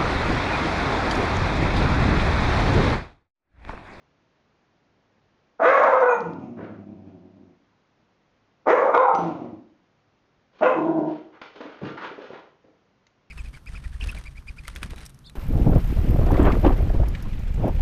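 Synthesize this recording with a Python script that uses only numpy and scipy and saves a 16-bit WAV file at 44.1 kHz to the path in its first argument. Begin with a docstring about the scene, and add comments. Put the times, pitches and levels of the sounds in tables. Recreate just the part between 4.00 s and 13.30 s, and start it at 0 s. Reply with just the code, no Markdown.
"""Young dog barking and pouncing on a carpet

A long, a double and a short rough bark each sink into a growl: uneven pulses and breath noise, shaped
by throat and mouth bands. Sine modes make the collar tag clink; then the dog pounces, with shaped noise
for paws thudding and coat rubbing over the carpet, above faint hiss and hum.
A bare-walled room rings after each bark; a small, dull microphone with a limiter picks it up."""
import sys
import numpy as np
from scipy import signal
from scipy.fft import rfft, irfft, next_fast_len
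from scipy.io import wavfile
from scipy.ndimage import uniform_filter1d

SR = 44100
rng = np.random.default_rng(int(sys.argv[2]) if len(sys.argv) > 2 else 0)


def persist_wave(psi):
    """Save psi, clipped to +-1, as 16-bit WAV."""
    counts = np.round(np.clip(psi, -1, 1) * 32767).astype(np.int16)
    wavfile.write(sys.argv[1], SR, np.atleast_2d(counts).T)


N = 410130
TIME = np.arange(N) / SR


def amp(db):
    """Turns decibels into gain."""
    return 10 ** (np.asarray(db) / 20)


def unit(x):
    """Scales to rms 1."""
    return x / np.sqrt(np.mean(x ** 2) + 1e-20)


def steady(x, size=1800):
    """Scales to a running rms of 1 over size samples."""
    return x / np.sqrt(abs(uniform_filter1d(x ** 2, size)) + 1e-20)


def blend(a, b, share):
    """Goes from a to b as share goes from 0 to 1."""
    return a + (b - a) * share


def gate(t, attack, release):
    """Straight attack, hold and release, in seconds."""
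    return np.clip(t / attack, 0, 1) * np.clip((t[-1] - t) / release, 0, 1)


def read(points, hz):
    """Reads a table of frequency and value on a log-frequency axis."""
    f, value = np.transpose(points)
    return np.interp(np.log(hz + 1), np.log(f + 1), value)


def colour(x, points):
    """Filters by a table of frequency and gain in dB."""
    size = next_fast_len(len(x) + 2048)
    gain = amp(read(points, np.fft.rfftfreq(size, 1 / SR)))
    return irfft(rfft(x, size) * gain, size)[:len(x)]


def band(x, low_hz, high_hz, order=4):
    """Band-passes between two corner frequencies."""
    corners = [low_hz, min(high_hz, .45 * SR)]
    return signal.sosfilt(signal.butter(order, corners, "band", fs=SR, output="sos"), x)


def wander(count, hz):
    """Smooth random drift of rms 1, holding little movement faster than about hz."""
    return unit(colour(rng.standard_normal(count), [(hz, 0), (2 * hz, -40), (4 * hz, -100)]))


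def resonate(x, hz, width):
    """A resonance of gain 1 that follows the curve hz: shift down, smooth, shift back up."""
    turn = np.exp(2j * np.pi * np.cumsum(hz) / SR)
    r = np.exp(-np.pi * width / SR)
    return 2 * (turn * signal.lfilter([1 - r], [1, -r], x / turn)).real


def add(mix, s, sound):
    """Mixes a sound in at time s, cut at the end of the mix."""
    part = mix[round(s * SR):][:len(sound)]
    part += sound[:len(part)]


def hush():
    """Faint even hiss of still air, and a wavering hum from a distant appliance."""
    # Spectrum of the still air. Each row: frequency in Hz, relative level in dB.
    air_spectrum = [(15, -40.5), (25, -15), (70, -9.5), (105, -10), (153, -8), (181, -5.5), (253, -7),
                    (354, -9.5), (777, -12.5), (855, -14), (963, -13.5), (2120, -19.5), (5910, -31),
                    (6350, -34), (7500, -35), (9750, -68.5), (16500, -120)]
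    # Tones of the appliance. Each row: frequency in Hz, mean peak level in dB.
    hum_tones = [(104, -76.5), (142, -78.5)]
    out = amp(-66.5) * unit(colour(rng.standard_normal(N), air_spectrum))
    for hz, db in hum_tones:
        waver = 1 + 0.45 * wander(N, 5.4)
        out += amp(db) * waver * np.sin(2 * np.pi * hz * TIME)
    return out


def voice(t, hz, rough, mouth_hz, throat_db, mouth_db, rasp_db, head, jitter, slip, shimmer, flutter,
          half_tone, air, mouth_width, resonance_db):
    """Uneven pulses of the vocal folds and puffs of air pass the throat and the moving mouth."""
    # the pitch wavers, and single pulses come early or late
    wavering_hz = hz * (1 + jitter * rough * wander(len(t), 51.9))
    turns = np.cumsum(wavering_hz) / SR + slip * rough * wander(len(t), 80)
    folds = unit(sum(np.cos(2 * np.pi * k * turns) * (k * hz < 4000) for k in range(1, 33)))
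    # a strained voice alternates strong and weak pulses, and their size varies
    folds *= 1 + half_tone * rough * np.cos(np.pi * turns)
    folds *= np.exp(shimmer * rough * np.tanh(wander(len(t), 75)))
    puffs = unit((1 + np.cos(2 * np.pi * turns)) * rng.standard_normal(len(t)))
    tone = colour(steady(folds), head)
    noise = colour(air * rough * puffs, head)
    # turbulence takes over towards the treble
    low = band(tone + 1.4 * noise, 55, 630)
    middle = band(tone + 4.2 * noise, 698, 1389)
    middle = middle + amp(resonance_db) * resonate(middle, mouth_hz, mouth_width)
    high = band(tone + 4.6 * noise, 1630, 9000)
    sound = amp(throat_db) * steady(low) + amp(mouth_db) * steady(middle) + amp(rasp_db) * steady(high)
    return sound * (1 + flutter * rough * wander(len(t), 29))  # loose lips and palate flap


def barks():
    """A hoarse chest voice winds up and breaks into a high one, which sags and dulls as the jaws close."""
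    # The middle two make the double bark. Each row: start in seconds, end in seconds, wind-up in seconds,
    # pitch at the break in Hz, top pitch in Hz, last pitch before the final drop in Hz, open-mouth
    # resonance in Hz, jaw closing time constant in seconds, base levels of throat, mouth and rasp
    # in dB, fade over the breath in dB.
    bark_list = [(1.587, 2.18, 0.067, 469.4, 551, 460.9, 1284, 0.26, -18.5, -20, -19.5, -1),
                 (4.652, 4.935, 0.051, 401, 565.2, 513, 1141, 0.1, -14.5, -20, -18.5, -6.5),
                 (4.914, 5.174, 0.038, 480, 516.7, 444, 1185, 0.11, -20.5, -14, -28.5, -9),
                 (6.602, 6.784, 0.034, 490, 526.5, 504.7, 1112, 0.18, -17.5, -20, -25.5, -11.5)]
    # Colour of the head, one table a bark. Each row: frequency in Hz, gain in dB.
    bark_heads = [
        [(100, -28), (200, -19), (310, -9), (400, -9), (520, 1), (660, 1), (800, -7), (1100, -5.5), (1500, -4),
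         (2000, -14.5), (2550, -23.5), (2900, -34), (3600, -35), (4300, -44), (6500, -45.5)],
        [(100, -31.5), (200, -19.5), (300, -11), (480, 0), (680, -3), (1100, 5), (1600, -6), (2100, -14),
         (2600, -27), (3000, -33), (3700, -38), (4300, -43.5), (5500, -42), (6500, -40.5)],
        [(100, -30), (200, -19), (290, -7.5), (400, -5.5), (520, 3), (680, -6), (950, -6), (1430, -9.5),
         (1800, -19), (2200, -13), (2900, -36), (3500, -33), (3720, -28.5), (4100, -47.5), (6500, -43.5)],
        [(100, -26), (250, -2.5), (380, -8.5), (520, -4), (660, 1), (900, -6), (1100, -4), (1430, -6.5),
         (1650, -6.5), (2150, -17.5), (2600, -13.5), (3100, -25.5), (4200, -42.5), (6300, -42.5)],
    ]
    chest_start_hz, chest_end_hz, chest_mouth_hz, shut_mouth_hz = 209.74, 333.9, 794, 825
    break_s, scoop_s, scoop_power, sag_power = 0.0035, 0.06, 1.3, 2.4
    unsteady_hz, quaver_share, heave_db = 16, 0.014, 1  # pitch quavers, throat heaves
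    drop_share, drop_s = 0.08, 0.025  # the pitch drops as the voice gives out
    # roughness 0-1: hoarse at the onset, then clear, harshest a little later
    onset_rough, clear_rough, harsh_rough = 0.82, 0.25, 0.74
    hoarse_s, harsh_after_s, harsh_span_s = 0.042, 0.21, 0.14
    swell_db, swell_s, surge_db, surge_s = -24.5, 0.01, 5, 0.038
    chest_throat_db, chest_rasp_db, shut_rasp_db = -1.5, -22.5, -20
    harsh_mouth_db, harsh_rasp_db = 2, 3
    out = np.zeros(N)
    for row, head in zip(bark_list, bark_heads):
        start, end, wind_up, break_hz, top_hz, last_hz, open_hz, closing = row[:8]
        throat_db, mouth_db, rasp_db, fade_db = row[8:]
        t = np.arange(0, end - start, 1 / SR)
        broken = .5 + .5 * np.tanh((t - wind_up) / break_s)  # 0 in the chest voice, 1 in the high voice
        wound = np.minimum(t / wind_up, 1)
        since = np.maximum(t - wind_up, 0)  # seconds after the break
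        spent = since / since[-1]  # share of the breath used
        jaw = np.exp(-since / closing)  # 1 wide open, 0 shut
        harsh = np.exp(-((since - harsh_after_s) / harsh_span_s) ** 2)

        chest_hz = blend(chest_start_hz, chest_end_hz, wound)
        sagging_hz = blend(top_hz, last_hz, spent ** sag_power)
        scoop = np.maximum(1 - since / scoop_s, 0) ** scoop_power
        quaver = 1 + quaver_share * wander(SR, unsteady_hz)[:len(t)]
        drop = 1 - drop_share * np.exp((t - t[-1]) / drop_s)
        high_hz = blend(sagging_hz, break_hz, scoop) * quaver * drop
        hz = blend(chest_hz, high_hz, broken)
        mouth_hz = blend(chest_mouth_hz, blend(shut_mouth_hz, open_hz, jaw), broken)
        hoarse = np.exp(-(t / hoarse_s) ** 2)
        rough = blend(blend(clear_rough, harsh_rough, harsh), onset_rough, hoarse)

        effort_db = swell_db * np.exp(-t / swell_s) + fade_db * spent
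        heave = heave_db * wander(SR, unsteady_hz)[:len(t)]
        surge = blend(chest_throat_db, surge_db * np.exp(-since / surge_s), broken)
        throat = throat_db + effort_db + heave + surge
        mouth = mouth_db + effort_db + harsh_mouth_db * harsh
        rasp = rasp_db + effort_db + harsh_rasp_db * harsh
        rasp = rasp + chest_rasp_db * (1 - wound) + shut_rasp_db * (1 - jaw)
        sound = voice(t, hz, rough, mouth_hz, throat, mouth, rasp, head, jitter=.045, slip=.07,
                      shimmer=1.7, flutter=.2, half_tone=0.48, air=1.1, mouth_width=57, resonance_db=3)
        add(out, start, sound * gate(t, attack=0.018, release=0.032))
    return out


def overtones():
    """Narrow overtones ring unsteadily through the barks, many near the mouth resonance, gliding down."""
    # Each row: start in seconds, length in seconds, middle pitch in Hz, rms level before its fades in dB.
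    overtone_list = [(1.61, 0.04, 662.4, -17), (1.639, 0.032, 1186, -20), (1.70, 0.091, 1112, -21.5),
                     (1.81, 0.11, 925, -18.5), (1.92, 0.04, 1274, -20.5), (2.04, 0.12, 1448, -27),
                     (2.08, 0.057, 2440, -35.5), (2.082, 0.062, 6550, -55), (2.10, 0.113, 874, -28),
                     (4.929, 0.055, 1429, -24), (4.96, 0.06, 1051, -21.5), (5.02, 0.14, 802.5, -21),
                     (6.614, 0.06, 613.6, -19.5), (6.615, 0.06, 1430, -23), (6.68, 0.07, 1057, -26)]
    octaves_per_s = -0.9
    out = np.zeros(N)
    for start, length, middle_hz, db in overtone_list:
        t = np.arange(0, length, 1 / SR)
        glide_hz = middle_hz * 2 ** (octaves_per_s * (t - length / 2))
        hz = glide_hz * (1 + 0.004 * wander(len(t), 90))
        tone = np.sin(2 * np.pi * np.cumsum(hz) / SR) * (1 + 0.3 * wander(len(t), 59))
        add(out, start, amp(db) * unit(tone) * signal.windows.tukey(len(t), .6))
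    return out


def tag():
    """The collar tag knocks on its ring: a noise tick of metal on metal, then thin ringing sine modes."""
    # Each row: start in seconds, tick level in dB, ring level in dB.
    clinks = [(2.005, -49, -60), (2.205, -46.5, -68), (2.334, -55.5, -85), (5.15, -39, -51),
              (5.184, -50.5, -60.5), (5.246, -66, -67), (9.068, -53, -86)]
    # Modes of the metal. Each row: frequency in Hz, relative level in dB, 60 dB decay in seconds.
    tag_modes = [(3400, -4.5, .03), (4795, -0.5, 0.056), (5370, -7.5, 0.088), (6000, -2.5, 0.31),
                 (7000, -12, 0.049)]
    out, t = np.zeros(N), np.arange(SR // 3) / SR
    snap = np.exp(-t / .0035)
    ring = sum(amp(mode_db - 60 * t / t60) * np.sin(2 * np.pi * hz * t) for hz, mode_db, t60 in tag_modes)
    for s, tick_db, ring_db in clinks:
        tick = unit(band(rng.standard_normal(len(t)), 1500, 5500, order=2)) * snap
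        add(out, s, amp(ring_db) * ring + amp(tick_db) * tick)
    return out


def growls():
    """Low and rattling: the pitch sinks, quickly at first, and the sound dulls as the jaws shut."""
    # Each row: start in seconds, end in seconds, first pitch in Hz, last pitch in Hz, sinking time
    # constant in seconds, roughness 0-1, base levels of throat, mouth and rasp in dB, fade in dB.
    growl_list = [(2.145, 3.53, 228.1, 90.7, 0.16, 0.61, -29.5, -41, -53, -20),
                  (5.126, 5.579, 196, 97.78, 0.47, 0.59, -22, -27, -46.5, -18),
                  (6.74, 7.124, 167.5, 152, 0.524, 0.53, -17.5, -31.5, -53, -9)]
    # Colour of the head with jaws nearly shut, one table a growl. Each row: frequency in Hz, gain in dB.
    growl_heads = [
        [(55, -22), (95, -8), (140, -6.5), (200, 2.5), (310, -3), (365, -5), (430, -24), (620, -15),
         (900, -15.5), (1200, -10.5), (1450, -33), (1900, -28.5), (2500, -20), (3200, -36.5), (6500, -38)],
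        [(55, -21), (105, -6.5), (190, 0), (310, 7.5), (420, -14.5), (600, -11.5), (820, -19), (1100, -27),
         (1700, -33), (2300, -28.5), (3200, -35.5), (6500, -45.5)],
        [(80, -26), (160, -13.5), (250, -0.5), (305, -2.5), (335, 4), (410, -6), (480, -16.5), (650, -6),
         (820, -12.5), (950, -6.5), (1250, -33.5), (1450, -20), (1850, -34.5), (2800, -38.5), (6500, -50.5)],
    ]
    steady_sag_share = 0.14  # share of the fall that is spread over the whole growl
    waver_share, waver_hz = 0.02993, 9
    swell_db, swell_s = -10.5, 0.06
    # as the pitch sinks, the mouth resonance drops and the upper bands fade
    reference_hz, reference_mouth_hz, mouth_hz_per_octave = 160, 920, 170
    mouth_db_per_octave, rasp_db_per_octave = 18, 11.5
    out = np.zeros(N)
    for row, head in zip(growl_list, growl_heads):
        start, end, first_hz, last_hz, sinking, rough = row[:6]
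        throat_db, mouth_db, rasp_db, fade_db = row[6:]
        t = np.arange(0, end - start, 1 / SR)
        spent = t / t[-1]
        quick_fall = np.expm1(-t / sinking) / np.expm1(-t[-1] / sinking)
        sunk = blend(quick_fall, spent, steady_sag_share)
        waver = 1 + waver_share * wander(SR * 2, waver_hz)[:len(t)]
        hz = blend(first_hz, last_hz, sunk) * waver
        octaves = np.log2(hz / first_hz)
        effort_db = fade_db * spent
        mouth_hz = reference_mouth_hz + mouth_hz_per_octave * np.log2(hz / reference_hz)
        throat = throat_db + effort_db + swell_db * np.exp(-t / swell_s)
        mouth = mouth_db + effort_db + mouth_db_per_octave * octaves
        rasp = rasp_db + effort_db + rasp_db_per_octave * octaves
        sound = voice(t, hz, rough, mouth_hz, throat, mouth, rasp, head, jitter=.055, slip=.055,
                      shimmer=.8, flutter=.55, half_tone=0.17, air=.9, mouth_width=73, resonance_db=-16.0)
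        add(out, start, sound * gate(t, attack=0.025, release=0.044))
    return out


def rubs():
    """Carpet fibres catch and let go in clumps under the sliding dog; each stroke swells and dies away."""
    # Strokes of coat and pads. Each row: start in seconds, rise in seconds, fall in seconds,
    # weight level in dB, scrape level in dB, bristle level in dB, all three before the swell and fall.
    strokes = [(2.565, 0.03, 0.14, -38.5, -44.5, -70), (2.61, 0.031, 0.23, -42, -49, -66.5),
               (3.055, 0.017, 0.073, -59, -64, -70), (6.52, 0.091, 0.022, -53.5, -55, -57.5),
               (7.04, 0.062, 0.25, -57, -51, -58), (7.318, 0.026, 0.18, -55, -52.5, -65),
               (7.413, 0.0038, 0.11, -41.5, -44.5, -45), (7.529, 0.042, 0.068, -44.5, -50.5, -52.5),
               (7.6, 0.008, 0.39, -43, -44, -52), (7.816, 0.064, 0.095, -41, -39, -46.5),
               (7.968, 0.0073, 0.23, -52, -37.5, -54), (8.0, 0.041, 0.14, -38.5, -35, -45),
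               (8.17, 0.051, 0.26, -42, -49, -53.5), (8.3, 0.042, 0.16, -43, -45.5, -56)]
    # Colour of the carpet. Each row: frequency in Hz, gain in dB.
    carpet = [(130, -16.5), (250, -9), (400, -2.5), (750, -2.5), (1050, 1), (1400, 0.5), (2000, -8),
              (3000, -6), (3800, -10.5), (4600, -15), (6600, -27)]
    fall_db = -26  # how far a stroke dies away over its fall
    out = np.zeros(N)
    for start, rise, fall, weight_db, scrape_db, bristle_db in strokes:
        t = np.arange(0, rise + fall, 1 / SR)
        clumps = amp(2.7 * wander(len(t), 60))
        grain = colour(rng.standard_normal(len(t)) * clumps, carpet)
        weight = amp(weight_db) * unit(band(grain, 150, 613))
        scrape = amp(scrape_db) * unit(band(grain, 747, 2200))
        bristle = amp(bristle_db) * unit(band(grain, 2200, 8000))
        dying = amp(fall_db * np.maximum(t - rise, 0) / fall)
        add(out, start, (weight + scrape + bristle) * gate(t, rise, 0.01) * dying)
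    return out


def paws():
    """Each landing of paws or chest is a soft thud, a scuff of claws in the pile and a boom of the floor."""
    # Each row: start in seconds, thud level in dB, scuff level in dB, boom level in dB,
    # 60 dB decay in seconds; the levels are those before the decay.
    landings = [(7.415, -33, -27, -76, 0.033), (7.605, -23, -36.5, -64, 0.048),
                (7.652, -32.5, -51, -45, 0.13), (7.814, -31, -45, -36.5, 0.17),
                (7.829, -29.5, -43.5, -33, 0.44), (7.974, -49, -31, -60, 0.053),
                (8.109, -27, -55, -71, 0.067), (8.179, -31, -73, -64, 0.09), (8.303, -26, -65, -42, 0.045),
                (8.333, -27.5, -41, -62, 0.029), (8.642, -49.5, -62, -60, 0.15),
                (8.667, -52, -69, -66.5, 0.22)]
    # Colours of the soft thud and of the scuffing claws. Each row: frequency in Hz, relative level in dB.
    thud_colour = [(80, -42), (170, -15.5), (300, 7), (430, 8), (650, -2.5), (1200, -23), (2500, -49),
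                   (6000, -43)]
    scuff_colour = [(300, -13), (900, 10.5), (1500, 8), (2500, -1), (3800, -7), (5000, -17), (6800, -30)]
    out, t = np.zeros(N), np.arange(SR // 3) / SR
    attack = 1 - np.exp(-t / .0015)
    for s, thud_db, scuff_db, boom_db, t60 in landings:
        thud, scuff, boom = rng.standard_normal((3, len(t)))
        blow = amp(thud_db) * unit(colour(thud, thud_colour))
        blow += amp(scuff_db) * unit(colour(scuff, scuff_colour))
        blow += amp(boom_db) * unit(band(boom, 114, 230, order=2))
        add(out, s, blow * amp(-60 * t / t60) * attack)
    return out


def room(x, wet_db, direct_db):
    """Dense reflections of random sign, each band dying at its own speed, and a few standing waves."""
    # Decay of the reflections. Each row: frequency in Hz, 60 dB decay in seconds.
    decay_times = [(100, 0.47), (300, 0.56), (600, 0.51), (1200, 0.51), (2500, 0.46), (6500, 0.43)]
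    # The reflections thin out towards the bass. Each row: frequency in Hz, gain in dB.
    diffuse = [(80, -12.5), (170, -6.5), (300, -3.5), (500, -1.5), (800, 0)]
    # Standing waves between the walls. Each row: frequency in Hz, width in Hz, relative level in dB.
    standing_waves = [(103, 8.6, -2), (205.2, 32, -8), (272, 6.7, -7.5), (311, 8, -8), (506.8, 11, -5.5),
                      (592, 9.8, -9.5), (638, 17, -2.5), (910, 8.9, -7.5), (1114, 6.5, -4),
                      (1453, 10, -3.5)]
    t = TIME[:SR]
    # about 3000 reflections a second, after a gap of 4 ms
    taps = rng.choice([-1., 1.], SR) * (rng.random(SR) < 3000 / SR) * (t > .004)
    hz, frame_s, z = signal.stft(taps, SR, nperseg=256)
    decay = amp(-60 * frame_s / read(decay_times, hz)[:, None])
    tail = signal.istft(z * decay, SR, nperseg=256)[1][:SR]
    tail = colour(tail / np.linalg.norm(tail), diffuse)
    for mode_hz, width, db in standing_waves:
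        ringing = np.exp(-np.pi * width * t) * np.cos(2 * np.pi * mode_hz * t)
        tail = tail + amp(db) * 2 * np.pi * width / SR * ringing
    return amp(direct_db) * x + amp(wet_db) * signal.fftconvolve(x, tail)[:N]


def scene():
    """The voice fills the room; sounds on the carpet and at the collar stay drier."""
    calls = room(barks() + overtones(), wet_db=-4.5, direct_db=-4.0)
    collar = room(tag(), wet_db=-10, direct_db=1.5)
    # growls are aimed at the floor, so less of them arrives directly
    grumble = room(growls(), wet_db=-1.5, direct_db=-7)
    movement = room(paws() + rubs(), wet_db=-4.5, direct_db=-3.5)
    return (hush() + calls + collar + grumble + movement)[None]


def record(dry):
    """A quick limiter holds loud sounds level and rounds peaks; the microphone loses the top treble."""
    # Response of the microphone. Each row: frequency in Hz, gain in dB.
    microphone = [(20, 0.5), (6700, -0.5), (7300, -16), (8100, -22)]
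    limit_db, recovery_db_per_s, ceiling, edge_hz = -12.0, 70, .58, 8200
    power_db = 10 * np.log10(abs(uniform_filter1d(dry[0] ** 2, size=300)) + 1e-12)
    # the tracked level jumps up with the sound and recovers at a steady speed
    fall = TIME * recovery_db_per_s
    tracked_db = np.maximum.accumulate(power_db + fall) - fall
    over_db = np.maximum(tracked_db - limit_db, 0)
    held = dry[0] / amp(uniform_filter1d(over_db, size=150))
    rounded = held / (1 + (held / ceiling) ** 8) ** (1 / 8)
    low_pass = signal.firwin(511, edge_hz, window=("kaiser", 9), fs=SR)
    return signal.oaconvolve(colour(rounded, microphone), low_pass, "same")[None]


dry = scene()
out = record(dry)
persist_wave(out)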